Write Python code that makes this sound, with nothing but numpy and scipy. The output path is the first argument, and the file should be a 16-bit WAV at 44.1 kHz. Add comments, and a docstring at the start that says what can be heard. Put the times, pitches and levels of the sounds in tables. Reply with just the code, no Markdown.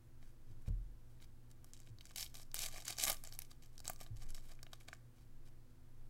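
"""In a quiet room, near a desk microphone, hands tear open a foil pack of cards and slide the cards out.
Sliding friction makes the cards swish. Creases in the foil buckle, singly as snaps and in crowds as
crinkling, and excite the resonances of the hollow pack. Arms bump the desk, which thuds in its damped
modes and sways the microphone. Rumble, hiss and the hum of appliances lie under it all."""
import sys
import numpy as np
from scipy import signal
from scipy.fft import rfft, irfft
from scipy.io import wavfile
from scipy.ndimage import uniform_filter1d

SR = 44100
rng = np.random.default_rng(int(sys.argv[2]) if len(sys.argv) > 2 else 0)


def int16_out(signal):
    """Quantize to a 16-bit WAV file."""
    q = np.round(np.clip(np.atleast_2d(signal).T, -1, 1) * 32767)
    wavfile.write(sys.argv[1], SR, q.astype(np.int16))


N = 268701


def gain_of(db):
    """Amplitude ratio of a level in decibels."""
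    return 10 ** (np.asarray(db) / 20)


def unit_rms(x):
    """Normalisation to an rms of 1."""
    return x / np.sqrt(np.mean(x ** 2) + 1e-20)


def coloured(x, points):
    """Spectral shaping: gains in dB are interpolated on a log-frequency axis."""
    point_hz, db = np.transpose(points)
    hz = np.fft.rfftfreq(len(x), 1 / SR)
    return irfft(rfft(x) * gain_of(np.interp(np.log(hz + 1), np.log(point_hz + 1), db)), len(x))


def add(mix, start_s, sound):
    """Superposition: a sound joins the mix at its start time."""
    part = mix[round(start_s * SR):][:len(sound)]
    part += sound[:len(part)]


def resonate(x, hz, width_hz, stages=1):
    """Forced response of a damped resonator, or of several alike in cascade."""
    carrier = np.exp(2j * np.pi * hz * np.arange(len(x)) / SR)
    pole = np.exp(-np.pi * width_hz / SR)
    for _ in range(stages):
        x = 2 * (carrier * signal.lfilter([1 - pole], [1, -pole], x / carrier)).real
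    return x


def room_tone():
    """Background noise: rumble and hiss, with appliance tones that waver by beating with noise bands."""
    # spectrum of the rumble and hiss: (frequency [Hz], relative spectral level [dB])
    air_spectrum = [(10, -8), (25, -11.5), (45, 2), (70, -4), (100, -7.5), (170, -14.5), (300, -22),
                    (600, -27), (1600, -32.5), (2800, -38), (8000, -40), (15000, -41)]
    # appliance tones: (frequency [Hz], base width that the noise band scales up [Hz], level [dB])
    hum_tones = [(118.9, 6.2, -66.5), (249.1, 10, -77.5), (330.9, 7.8, -81.5), (349, 16, -86.5),
                 (491, 15, -87.5), (1603, 180, -96.5)]
    t = np.arange(N) / SR
    out = gain_of(-65.5) * unit_rms(coloured(rng.standard_normal(N), air_spectrum))
    for hz, base_width, db in hum_tones:
        waver = unit_rms(resonate(rng.standard_normal(N), hz, 4.3 * base_width, stages=2))
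        tone = np.sin(2 * np.pi * (hz * t + rng.random()))
        out += gain_of(db) * (1.3 * tone + .4 * waver)
    return out


def microphone_sway(rocking_hz=15.6):
    """Infrasonic oscillation: the microphone rocks unsteadily on its stand."""
    # strength of the rocking: (time [s], level [dB])
    rocking_levels = [(0.0, -65.5), (0.27, -48), (0.36, -56), (0.61, -47), (0.85, -55.5), (2.14, -56.5),
                      (2.75, -46), (2.9, -63), (3.09, -46), (3.54, -54.5), (4.14, -49.5), (4.27, -36),
                      (4.41, -46.5), (5.17, -66), (5.36, -46.5), (5.75, -61.5), (6.02, -48.5), (6.09, -51)]
    t = np.arange(N) / SR
    envelope = gain_of(np.interp(t, *np.transpose(rocking_levels)))
    wobble = unit_rms(resonate(rng.standard_normal(N), 1.1 * rocking_hz, width_hz=2.43))
    return envelope * (1.4 * np.sin(2 * np.pi * rocking_hz * t) + 0.2 * wobble)


def card_slides():
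    """Friction noise: glossy cards rub on cards and skin with a soft, slightly grainy swish."""
    # sliding strokes: (time [s], duration [s], level [dB], centre frequency [Hz])
    strokes = [(0.194, 0.14, -77, 5070), (0.459, 0.09, -79.5, 3500), (0.605, 0.034, -81, 6900),
               (0.655, 0.044, -68.5, 4320), (1.077, 0.092, -81, 7500), (1.202, 0.06, -68.5, 5000),
               (1.494, 0.034, -74, 4970), (1.645, 0.082, -76.5, 6070), (4.403, .12, -69.5, 6040),
               (5.129, 0.13, -78.5, 4280), (5.443, 0.057, -73, 4040), (5.68, 0.055, -83, 4000)]
    out = np.zeros(N)
    for start, duration, db, hz in strokes:
        rub, grain = rng.standard_normal((2, round(duration * SR)))
        roughness = gain_of(3 * unit_rms(uniform_filter1d(grain, 150)))
        swish = unit_rms(resonate(rub * roughness, hz, 2.8 * hz, stages=2))
        add(out, start, gain_of(db) * swish * signal.windows.tukey(len(swish), .7))
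    return out


def pack_body(x):
    """Modal resonance: the hollow pack rings in its broad low modes."""
    # modes of the pack: (frequency [Hz], bandwidth of each stage [Hz], gain [dB])
    modes = [(408, 435, -4), (687, 340, 2), (1166, 150, 8.5), (1697, 1390, -3)]
    return sum(gain_of(db) * resonate(x, hz, width, stages=2) for hz, width, db in modes)


def foil_snaps(typical_t60_s=0.017, t60_spread=0.15):
    """Buckling: a crease gives way in a burst that rings at the crease pitch and knocks in the pack."""
    # snaps of foil and card edges: (time [s], peak level [dB], pitch [Hz], body level [dB re peak])
    snaps = [(0.228, -54, 3970, -1), (0.6213, -57, 7100, -25), (0.6618, -63, 3050, 3),
             (0.6766, -59, 4040, 6), (1.2023, -56, 3000, -11), (1.2252, -53, 4570, -20),
             (1.238, -57, 4000, -20), (1.514, -50, 6900, -24), (1.6445, -43, 7200, -19),
             (1.7345, -37, 6660, -37), (1.802, -46, 7400, -38), (1.8727, -53, 2820, -9),
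             (1.986, -49.5, 4550, -13), (2.009, -44, 3520, -32), (2.055, -41, 6000, -42),
             (2.1093, -47, 4060, -5.5), (2.16, -30, 6500, -42), (2.1832, -33, 5050, -36),
             (2.1967, -31.5, 4670, -40), (2.228, -27, 4350, -44), (2.2635, -39, 3550, -48),
             (2.343, -41, 6150, -16), (2.3537, -39, 4260, -19), (2.3979, -47, 5530, -9),
             (2.4304, -45.5, 6500, -22), (2.516, -45.5, 4760, -25), (2.544, -21, 10000, -45),
             (2.5673, -34, 4520, -22), (2.591, -27.5, 6300, -32), (2.626, -38.5, 3740, -33),
             (2.639, -32, 3030, -44), (2.6646, -34.5, 6700, -13), (2.6862, -36.5, 6700, -12),
             (2.7421, -43, 4040, -4), (2.7609, -48.5, 4270, 6), (2.7813, -41.5, 5060, -1),
             (2.811, -45, 6700, -28), (2.8542, -34.5, 7780, -46), (2.8805, -25, 6700, -34),
             (2.9058, -29.5, 6840, -15.5), (2.9258, -33.5, 4250, -20), (2.9687, -40.5, 5960, -18),
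             (2.985, -27, 5930, -19), (3.0383, -17, 6500, -38), (3.0675, -28, 7000, -10),
             (3.099, -19.5, 10900, -21), (3.118, -26, 8000, -28), (3.128, -26, 10900, -37),
             (3.1688, -43, 5000, -37), (3.2383, -35, 8200, -16.5), (3.274, -37, 6900, -23),
             (3.325, -40, 5140, -13), (3.35, -44.5, 6100, -20), (3.39, -27.5, 11100, -54),
             (3.4198, -36, 10800, -37), (3.5143, -46.5, 4400, -9.5), (3.7797, -42, 5700, -44),
             (3.7926, -43, 5770, -33), (3.803, -37, 7350, -20.5), (3.8545, -38, 4360, -9.5),
             (3.8791, -23, 7260, -55), (3.898, -26.5, 11900, -7), (3.9334, -40.5, 9750, -34),
             (3.961, -46.5, 5890, -25), (4.0121, -40, 6600, -7), (4.064, -49.5, 3320, -6),
             (4.219, -48, 4630, -12), (4.3047, -39.5, 7840, -28), (4.3485, -44, 3600, -13),
             (4.3794, -55, 3400, 3), (4.52, -47.5, 4400, -4), (4.591, -56.5, 2370, -2),
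             (4.63, -37, 5370, -16), (4.667, -46, 2280, -4), (4.732, -39, 3540, -9),
             (4.809, -52, 2250, -28), (4.885, -45, 2730, -0.5), (4.93, -43, 1560, 1)]
    out, t = np.zeros(N), np.arange(1800) / SR
    for start, peak_db, hz, body_db in snaps:
        t60 = np.clip(typical_t60_s * np.exp(t60_spread * rng.standard_normal()), .004, .05)
        crack = 2.5 * gain_of(-60 * t / .0025)
        burst = rng.standard_normal(len(t)) * (crack + gain_of(-60 * t / t60))
        ring = resonate(burst, hz, 0.82 * hz, stages=2)
        bright = ring + .00002 * hz * np.diff(burst, prepend=0)  # small creases have the sharpest edge
        knock = pack_body(burst)
        snap = bright / abs(bright).max() + gain_of(body_db) * knock / abs(knock).max()
        add(out, start, gain_of(peak_db) * snap)
    return out


def desk_thuds():
    """Damped free vibration: each soft bump starts the desk modes, with a dull knock on top."""
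    # arms bumping the desk: (time [s], then the level of each of the four modes [dB])
    bumps = [(.5, -67, -49, -50, -59.5), (.679, -31.5, -28.5, -34.5, -44), (0.701, -45, -38, -44, -53),
             (1.901, -60, -99, -49.5, -81), (2.572, -94, -88, -59.5, -80), (4.104, -44.5, -73, -41.5, -77)]
    # modes of the desk: (frequency [Hz], 60 dB decay time [s], rise time constant [s])
    modes = [(40.8, 0.63, 0.016), (70.8, 0.17, 0.0046), (107.1, 0.36, 0.0031), (164, 0.25, 0.0084)]
    out, t = np.zeros(N), np.arange(SR) / SR
    for start, *levels_db in bumps:
        for db, (hz, t60, rise) in zip(levels_db, modes):
            envelope = gain_of(db - 60 * t / t60) * (1 - np.exp(-t / rise))
            add(out, start, envelope * np.sin(2 * np.pi * hz * t))
        knock = resonate(rng.standard_normal(SR), hz=220, width_hz=300, stages=2)
        envelope = gain_of(-60 * t / 0.13) * (1 - np.exp(-t / 0.0019))
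        add(out, start, gain_of(levels_db[-1] + 7) * envelope * knock)
    return out


def pull_levels(t, swell_db=9, ease_db=9, floor_db=-100, grip_db_per_s=3000, release_db_per_s=440):
    """Level envelopes of the crinkle: each pull grips, swells, eases and lets go; the strongest rules."""
    # pulls and squeezes on the foil: (time [s], swell [s], ease [s], peak mid-band level [dB],
    # body level [dB re mid band], treble level [dB re mid band])
    pulls = [(1.733, .005, 0.05, -65.5, -18, -16), (1.8, .005, 0.086, -70, -18, -19),
             (1.999, 0.097, 0.11, -69.5, -10, -13), (2.16, 0.049, 0.041, -47.5, -16, -5),
             (2.342, 0.0067, 0.076, -58, -10.5, -5), (2.546, 0.1, 0.037, -45.5, -12, -8),
             (2.689, 0.085, 0.06, -57, -5, -10.5), (2.851, 0.056, 0.033, -48.5, -9, -15),
             (2.981, 0.015, 0.055, -43.5, -12, -14), (3.023, 0.014, 0.025, -39.5, -9.5, -5.5),
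             (3.064, 0.017, .04, -41.5, -1.5, -4), (3.234, 0.017, 0.043, -57.5, -8, -14),
             (3.31, 0.016, 0.039, -64, -4.5, -3.5), (3.388, 0.0074, 0.052, -61.5, -10, -17),
             (3.489, 0.03, 0.011, -65, -9, -8), (3.614, 0.017, .04, -67.5, -7.5, -10),
             (3.73, 0.011, 0.023, -69.5, -8, -6), (3.844, 0.031, 0.041, -55.5, -5, -8),
             (3.991, 0.022, 0.044, -62, -4, -5), (4.159, 0.014, 0.018, -65, -8, -8),
             (4.2, 0.027, 0.029, -65, -3, -14), (4.281, 0.019, 0.0087, -61.5, -15, -13),
             (4.344, 0.0037, 0.042, -58.5, -13, -8.5), (4.49, .03, .012, -60.5, -5, -10.5),
             (4.721, 0.019, 0.008, -63.5, -3, -9), (4.805, 0.0046, 0.0089, -60.5, -10, -6),
             (4.877, 0.0082, 0.013, -66, 3, -26), (4.929, 0.0041, 0.0096, -61.5, -9, -18)]
    start, swell, ease, peak_db, body_db, treble_db = np.transpose(pulls)[:, :, None]
    past_peak = t - start - swell
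    pull_db = peak_db - grip_db_per_s * np.maximum(start - t, 0)
    pull_db -= swell_db * np.clip(-past_peak / swell, 0, 1)
    pull_db -= ease_db * np.clip(past_peak / ease, 0, 1)
    pull_db -= release_db_per_s * np.maximum(past_peak - ease, 0)
    strongest = pull_db.argmax(axis=0)
    balance_db = [uniform_filter1d(db[strongest, 0], size=400) for db in (body_db, treble_db)]
    return np.maximum(pull_db.max(axis=0), floor_db), *balance_db


def foil_crinkle(tick_t60_s=.008):
    """Shot noise of many small creases: hard pulls pack them into a rip, light ones leave ticks."""
    # resonances of the small creases: (frequency [Hz])
    crease_hz = [2580, 3500, 5070, 6700, 7900, 9700, 13700]
    # colour of the crinkling foil: (frequency [Hz], gain [dB])
    foil_colour = [(1200, -37), (2000, -6.5), (3600, -4), (6500, -2), (12000, 15.5), (15500, 3)]
    t = np.arange(N) / SR
    level_db, body_db, treble_db = pull_levels(t)
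    ticks_per_s = np.interp(level_db, [-75, -42], [240, 1100])
    flicker = gain_of(2.3 * np.clip(unit_rms(uniform_filter1d(rng.standard_normal(N), 400)), -2, 1.5))
    sizes = gain_of(3 * np.minimum(rng.exponential(1, N), 3.5))
    impulses = sizes * (rng.random(N) < ticks_per_s / SR)
    crease = rng.integers(0, len(crease_hz), N)
    decay = gain_of(-60 * t[:900] / tick_t60_s)
    ticks = [signal.oaconvolve(impulses * (crease == k), decay)[:N] * rng.standard_normal(N)
             for k in range(len(crease_hz))]
    pitched = sum(unit_rms(resonate(tick, hz, 2.1 * hz)) for tick, hz in zip(ticks, crease_hz))
    tick_gain = flicker / np.sqrt(ticks_per_s / ticks_per_s.mean())  # more creases share the same effort
    crackle = tick_gain * (unit_rms(pitched) + .4 * unit_rms(sum(ticks)))
    hiss = .38 * flicker * rng.standard_normal(N)
    crinkle = coloured(crackle + hiss, foil_colour)
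    mid = coloured(crinkle, [(6500, 0), (8000, -6), (11000, -30)])
    treble = gain_of(treble_db) * unit_rms(crinkle - mid)
    knocks = tick_gain * unit_rms(sum(ticks[:3]))  # the larger creases knock the pack
    body = gain_of(body_db) * unit_rms(pack_body(knocks + 1.96 * rng.standard_normal(N)))
    return gain_of(level_db) * (unit_rms(mid) + treble + body)


def reverberate(x, t60_s=0.33, reflections_per_s=3000):
    """Convolution with the room's response: direct sound, one early bounce and a faint, sparse tail."""
    t = np.arange(SR // 3) / SR
    reflections = rng.choice([-1., 1.], len(t)) * (rng.random(len(t)) < reflections_per_s / SR)
    tail = reflections * gain_of(-60 * t / t60_s) * (t > .003)
    response = gain_of(-17) * tail / np.linalg.norm(tail)
    response[0] = 1
    response[round(.0013 * SR)] += .4  # bounce off the desk top
    return signal.oaconvolve(x, response)[:N]


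def scene():
    """Superposition in mono: reverberant foil and cards, desk thuds, microphone sway and room tone."""
    handling = reverberate(foil_snaps() + foil_crinkle() + card_slides())
    return (handling + desk_thuds() + microphone_sway() + room_tone())[None]


def record(dry, cutoff_hz=16000):
    """Band limiting: a linear-phase low-pass filter removes the highest treble."""
    low_pass = signal.firwin(511, cutoff_hz, window=("kaiser", 9), fs=SR)
    return signal.oaconvolve(dry, low_pass[None], "same")


dry = scene()
out = record(dry)
int16_out(out)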